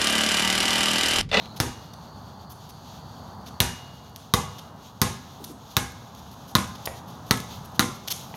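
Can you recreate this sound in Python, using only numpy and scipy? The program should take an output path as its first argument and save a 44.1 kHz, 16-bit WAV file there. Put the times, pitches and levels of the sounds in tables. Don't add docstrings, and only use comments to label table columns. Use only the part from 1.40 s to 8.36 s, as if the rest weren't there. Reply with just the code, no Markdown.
import sys
import numpy as np
from scipy import signal
from scipy.fft import rfft, irfft
from scipy.io import wavfile
from scipy.ndimage import uniform_filter1d, minimum_filter1d

SR = 44100
rng = np.random.default_rng(int(sys.argv[2]) if len(sys.argv) > 2 else 0)


def put_to_file(sound):
    columns = np.atleast_2d(sound).T
    safe = np.clip(columns, -1, 1)
    whole_steps = np.round(safe * 32767)
    wavfile.write(sys.argv[1], SR, whole_steps.astype(np.int16))


N = 306936
TIME = np.arange(N) / SR
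BLOW_TIME = np.arange(SR) / SR

# start_s, level_db
TRAFFIC_LEVEL = [(0, -42.5), (.8, -44), (2.7, -43.5), (3.3, -43), (6.96, -42.5)]
# pitch_hz, level_db
TRAFFIC_SPECTRUM = [(25, -21), (45, -15.5), (70, 0), (120, 1.5), (230, -2.5), (330, -13), (550, -13),
                    (830, -6), (1250, -13), (1650, -22.5), (2150, -34), (3000, -58), (6000, -46)]
# pitch_hz, level_db
HISS_SPECTRUM = [(1500, -27), (2600, -7), (3500, 1), (5200, -6.5), (6700, -3), (7500, -17.5),
                 (10000, -18.5), (12500, -11.5), (16000, -21)]
# start_s, length_s, level_db at the starting spot,
# tilt_db per octave in the treble
SCUFF_EVENTS = [(0, 0.081, -47.5, -11), (0.159, 0.025, -43.5, -1), (0.533, 0.01, -45.5, -1),
                (1.092, 0.044, -48, 6), (1.287, 0.026, -48.5, 0), (2.057, 0.04, -45.5, -4),
                (3.181, 0.02, -43, -4), (4.04, 0.012, -36, 2.5), (5.349, 0.014, -47, -5),
                (5.4545, 0.01, -31.5, 3.5), (6.244, 0.02, -50, 4), (6.673, 0.017, -35, -1.5),
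                (6.7, 0.029, -30, 1), (6.762, .19, -61, 4)]
# pitch_hz, level_db
SCUFF_SPECTRUM = [(200, -7.5), (1000, -11), (2200, -9.5), (3400, 1.5), (5000, -1.5), (6400, 0.5),
                  (7800, -16.5), (10000, -8.5), (12500, -1), (16000, -16)]
# start_s, force_db, crack_db over thump, ring_db, strong_hz (strongest ring), ping (which lingers), ping_db
BOUNCE_EVENTS = [ (0.2017, -16.5, 22, -29, 1137, "high", -47.5),
                 (2.2033, -15.5, 26, -26, 1800, "high", -38.5),
                 (2.9385, -13, 20.5, -16.5, 1120, "high", -46),
                 (3.6165, -12.5, 21, -18.5, 1675, "low", -55), (4.3675, -18, 24, -20.5, 1638, "low", -41),
                 (5.1524, -12.5, 20, -15.5, 1030, "low", -57),
                 (5.9099, -14.5, 20.5, -17.5, 1309, "low", -46),
                 (6.3944, -13, 21.5, -18.5, 1398, "low", -45)]
# pitch_hz, level_db
CRACK_SPECTRUM = [(150, -24), (400, -9.5), (600, -6), (1100, -6), (1800, -0.5), (2300, -5.5), (3000, -5),
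                  (3800, 2), (5000, -5.5), (6500, -5.5), (7800, -18), (10000, -13), (12500, -8),
                  (16000, -17.5)]
# pitch_hz, level_db, t60_s
SHELL_MODES = [(108.5, -14.5, 0.28), (195.3, -13.5, 0.18), (248.2, -11, 0.22), (346, -13, 0.13),
               (391, -8.5, 0.086), (490.5, -14, 0.16), (797, -6.5, 0.051), (932, -8.5, 0.057)]
# pitch_hz, level_db, t60_s
AIR_MODES = [(1041.6, -8, 0.081), (1119, -4.5, 0.052), (1236, -9, 0.13), (1457, -5.5, 0.042),
             (1676, -12.5, 0.08), (1770, -16.5, 0.08), (1970, -10, 0.031), (3033, -14, 0.035),
             (3660, -15, 0.077)]
# pitch_hz, t60_s
PING_MODES = [(2169, .55), (2864, 1.15)]
# delay_s, level_db, top_hz
HOUSE_ECHOES = [(0.0092, -12.5, 500), (.0138, -18, 5016), (0.028, -15.5, 400), (0.032, -14, 1496),
                (0.0475, -13.5, 455), (.063, -20, 404), (.078, -26.5, 400), (.092, -17, 346)]
# pitch_hz, level_db, t60_s
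YARD_BANDS = [(61.2, 5, 0.42), (132, -6, 0.77), (305, -3, 0.33), (610, 4.5, 0.36), (1220, -4.5, 0.49),
              (2400, -1, 0.41), (4180, -10, 0.48), (6550, 0.5, 0.44), (8400, 6.5, 0.33),
              (12140, -6.5, 0.32), (16000, -21, .2)]
# start_s, level_db
GRIT_SNAPS = [(2.7615, -15), (2.767, -27), (4.7502, -25.5), (5.975, -14), (6.003, -15), (6.7194, -28)]
# start_s, length_s, level_db
RUSTLE_EVENTS = [(3.983, 0.076, -45), (4.086, 0.049, -41)]
# pitch_hz, level_db
CLOTH_SPECTRUM = [(80, -12), (150, -8), (380, 4), (600, -21), (2000, -32), (12000, -28)]
# start_s, level_db
SLAP_EVENTS = [(4.043, -38), (5.4742, -2.5), (6.941, -11.5)]
# pitch_hz, level_db
SLAP_SPECTRUM = [(80, 5), (300, 3.5), (900, 7), (1500, -4), (2400, -0.5), (3500, -8.5), (8000, -39),
                 (16000, -40)]

START_M, SETS_OFF_S, WALK_M_S = 8.14, 2.26, 0.74
HISS_DB, HISS_RISE_PER_DB = -58, 1.2
SIZZLE_DB, SIZZLE_FLARE_DB, SIZZLE_START_HZ, SIZZLE_HZ = -60, 13, 3950, 4490
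SIZZLE_SETTLE_S, SIZZLE_GLIDE_S, SIZZLE_ENDS_S, SIZZLE_FADE_DB_PER_S = 0.14, .25, 2.05, 11
USUAL_DB, CONTACT_S, SHORTER_PER_DB = -13, 0.00634, 0.08
CRACK_TILT_DB, SHELL_DB = .4, -18.5
WET_DB, DRIER_PER_DB = 0, 1.13
SHUFFLE_FROM_S, SHUFFLE_EVERY_S, SHUFFLE_S, SHUFFLE_DB, SHUFFLE_TILT_DB = 4.1, .2, 0.048, -56, 1
TOP_HZ = 15800


def undb(db):
    return 10 ** (np.asarray(db) / 20)


def unit(x):
    return x / np.sqrt(np.mean(x ** 2))


def add(out, start_s, x):
    i = max(int(start_s * SR), 0)
    out[i:i + len(x)] += x[:max(len(out) - i, 0)]


def along(points, hz):
    point_hz, value = np.transpose(points)
    return np.interp(np.log(hz + 1), np.log(point_hz), value)


def noise(spectrum, size):
    weight = undb(along(spectrum, np.fft.rfftfreq(size, 1 / SR)))
    return unit(irfft(rfft(rng.standard_normal(size)) * weight, size))


def click(spectrum, tilt_db=0, size=1024):
    hz = np.fft.rfftfreq(size, 1 / SR)
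    level_db = along(spectrum, hz) + tilt_db * np.log2(1 + hz / 2000)
    cepstrum = irfft(np.log(undb(level_db)))
    cepstrum[1:size // 2] *= 2
    cepstrum[size // 2 + 1:] = 0
    y = irfft(np.exp(rfft(cepstrum)))
    return y / np.linalg.norm(y)


def butter(x, hz, kind, order=2):
    sos = signal.butter(order, min(hz, .45 * SR), kind, fs=SR, output="sos")
    return signal.sosfilt(sos, x)


def fade(t60):
    return np.exp(-np.log(1000) * BLOW_TIME / t60)


def mode(hz, t60):
    return np.sin(2 * np.pi * hz * BLOW_TIME) * fade(t60)


def burst(t60):
    y = rng.standard_normal(SR) * fade(t60)
    return y / np.linalg.norm(y)


def walk(rate):
    k = int(SR / rate)
    steps = np.repeat(rng.standard_normal(N // k + 1), k)
    return uniform_filter1d(uniform_filter1d(steps, k), k)[:N]


def nearness_db(s):
    metres = START_M - WALK_M_S * np.maximum(s - SETS_OFF_S, 0)
    return 20 * np.log10(START_M / np.maximum(metres, 1))


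def traffic(sway_db=2.33):
    level_db = np.interp(TIME, *np.transpose(TRAFFIC_LEVEL)) + sway_db * walk(3.428)
    return undb(level_db) * noise(TRAFFIC_SPECTRUM, N)


def hiss(flicker_db=4.0):
    level_db = HISS_DB + HISS_RISE_PER_DB * nearness_db(TIME) + flicker_db * walk(20)
    return undb(level_db) * noise(HISS_SPECTRUM, N)


def sizzle(width_hz=260):
    flare_db = SIZZLE_FLARE_DB * np.exp(-TIME / SIZZLE_SETTLE_S)
    fall_db = SIZZLE_FADE_DB_PER_S * np.maximum(TIME - SIZZLE_ENDS_S, 0)
    hz = SIZZLE_HZ + (SIZZLE_START_HZ - SIZZLE_HZ) * np.exp(-TIME / SIZZLE_GLIDE_S)
    flutter = unit(butter(rng.standard_normal(N), width_hz, "low", order=3))
    carrier = np.sin(2 * np.pi * np.cumsum(hz) / SR)
    return undb(SIZZLE_DB + flare_db - fall_db) * unit(flutter * carrier)


def background():
    return traffic() + hiss() + sizzle()


def sand(count=50, db=-47, spread_db=8, nearer_db=10, tilt_db=5):
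    ticks = np.zeros(N)
    when, size = rng.random((count, 2)).T
    ticks[(when * N).astype(int)] = undb(db + spread_db * size + nearer_db * when)
    return signal.fftconvolve(ticks, click(SCUFF_SPECTRUM, tilt_db))[:N]


def scuffs(grain_db=3):
    out = np.zeros(N)
    for start_s, length_s, db, tilt_db in list(SCUFF_EVENTS) + shuffles():
        size = int(length_s * SR)
        grains = rng.standard_normal(size) * undb(grain_db * rng.exponential(size=size))
        scrape = unit(grains) * signal.windows.tukey(size, .5)
        coloured = np.convolve(scrape, click(SCUFF_SPECTRUM, tilt_db))
        add(out, start_s, undb(db + nearness_db(start_s)) * coloured)
    return out


def thump(contact_s, sag_hz=92, sag_t60=0.025, sag_db=-9, cut_hz=50):
    y = np.sin(2 * np.pi * BLOW_TIME / contact_s) * (BLOW_TIME < contact_s)
    add(y, contact_s, undb(sag_db) * mode(sag_hz, sag_t60))
    return butter(y, cut_hz, "high")


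def crack(snap_db=0, snap_t60=0.0065, rasp_db=-6, rasp_t60=0.06, touch_db=-5):
    grains = undb(snap_db) * burst(snap_t60) + undb(rasp_db) * burst(rasp_t60)
    grains[0] -= undb(touch_db)
    return grains


def ring(modes, scatter_db=2):
    total = 0
    for hz, db, t60 in modes:
        louder, sharper, sign = rng.standard_normal(3)
        resonance = mode(hz * (1 + 0.004 * sharper), t60)
        total = total + np.sign(sign) * undb(db + scatter_db * louder) * resonance
    return total


def shell(strong_hz, strong_db=-4, strong_t60=0.081, swell_s=0.00032):
    modes = ring(AIR_MODES) + undb(strong_db) * mode(strong_hz, strong_t60)
    return modes * (1 - np.exp(-BLOW_TIME / swell_s))


def echoes(x, start_s, car_s=0.0052, car_db=-9, leaving_db=0.7):
    out = x.copy()
    add(out, car_s, undb(car_db - leaving_db * start_s) * butter(x, 3000, "high", order=1))
    for delay_s, db, top_hz in HOUSE_ECHOES:
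        add(out, delay_s, undb(db) * butter(x, top_hz, "low", order=1))
    return out


def yard(x, build_s=0.0043, house_s=0.037, house_db=1.0, far_db=-17):
    hz, spectrum = np.fft.rfftfreq(SR, 1 / SR), rfft(rng.standard_normal(SR))
    centres_hz = [row[0] for row in YARD_BANDS]
    tail = 0
    for own, (_, db, t60) in zip(np.eye(len(YARD_BANDS)), YARD_BANDS):
        band = irfft(spectrum * along(np.c_[centres_hz, own], hz))
        decay = fade(t60)
        tail = tail + undb(db) * band * decay / np.linalg.norm(decay)
    tail = tail * undb(-house_db * (BLOW_TIME < house_s))
    tail = tail + undb(far_db) * butter(burst(1.4), 8700, "low")
    build_up = 1 - np.exp(-(BLOW_TIME / build_s) ** 2)
    return signal.fftconvolve(x, tail * build_up)


def bounces():
    out, pings = np.zeros(N), dict(zip(("low", "high"), PING_MODES))
    for start_s, force_db, crack_db, ring_db, strong_hz, ping, ping_db in BOUNCE_EVENTS:
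        near_db = nearness_db(start_s)
        thump_db = force_db + near_db
        contact_s = CONTACT_S * np.exp(-SHORTER_PER_DB * (thump_db - USUAL_DB))
        body = undb(thump_db) * thump(contact_s)
        body += undb(SHELL_DB) * ring(SHELL_MODES)
        body += undb(ring_db + near_db) * shell(strong_hz)
        crack_click = undb(thump_db + crack_db) * click(CRACK_SPECTRUM, CRACK_TILT_DB)
        blow = body + signal.fftconvolve(crack(), crack_click)[:SR]
        lingering = undb(ping_db + near_db) * mode(*pings[ping])
        add(out, start_s, echoes(blow, start_s) + lingering)
        add(body, 0, crack_click)
        add(out, start_s, undb(WET_DB - DRIER_PER_DB * near_db) * yard(body))
    return out


def grit():
    out = np.zeros(N)
    for start_s, db in GRIT_SNAPS:
        add(out, start_s, undb(db) * click(SCUFF_SPECTRUM))
    return out


def rustles():
    out = np.zeros(N)
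    for start_s, length_s, db in RUSTLE_EVENTS:
        size = int(length_s * SR)
        add(out, start_s, undb(db) * noise(CLOTH_SPECTRUM, size) * np.hanning(size))
    return out


def slaps(skin_db=-4):
    out = np.zeros(N)
    for start_s, db in SLAP_EVENTS:
        touch = undb(skin_db) * burst(0.048)
        touch[0] += 1
        add(out, start_s, undb(db) * signal.fftconvolve(touch, click(SLAP_SPECTRUM)))
    return out


def shuffles(count=15, stray_s=0.051, spread_db=2.0):
    rows = []
    for k, (late, long, loud) in enumerate(rng.standard_normal((count, 3))):
        start_s = SHUFFLE_FROM_S + k * SHUFFLE_EVERY_S + stray_s * late
        length_s = SHUFFLE_S * 2 ** (long / 2)
        rows.append((start_s, length_s, SHUFFLE_DB + spread_db * loud, SHUFFLE_TILT_DB))
    return rows


def player(wet_db=-4):
    close = sand() + scuffs() + grit() + rustles() + slaps()
    return close + undb(wet_db) * yard(close)[:N]


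def scene():
    return butter(background() + player() + bounces(), 49, "high")[None]


def record(dry, ceiling=1.44, size=441):
    room_left = ceiling / np.maximum(np.abs(dry), ceiling)
    gain = uniform_filter1d(minimum_filter1d(room_left, size), size)
    limited = np.clip(dry * gain, -.95, .95)
    top_cut = signal.ellip(8, .2, 70, TOP_HZ, fs=SR, output="sos")
    return signal.sosfilt(top_cut, limited)


dry = scene()
out = record(dry)
put_to_file(out)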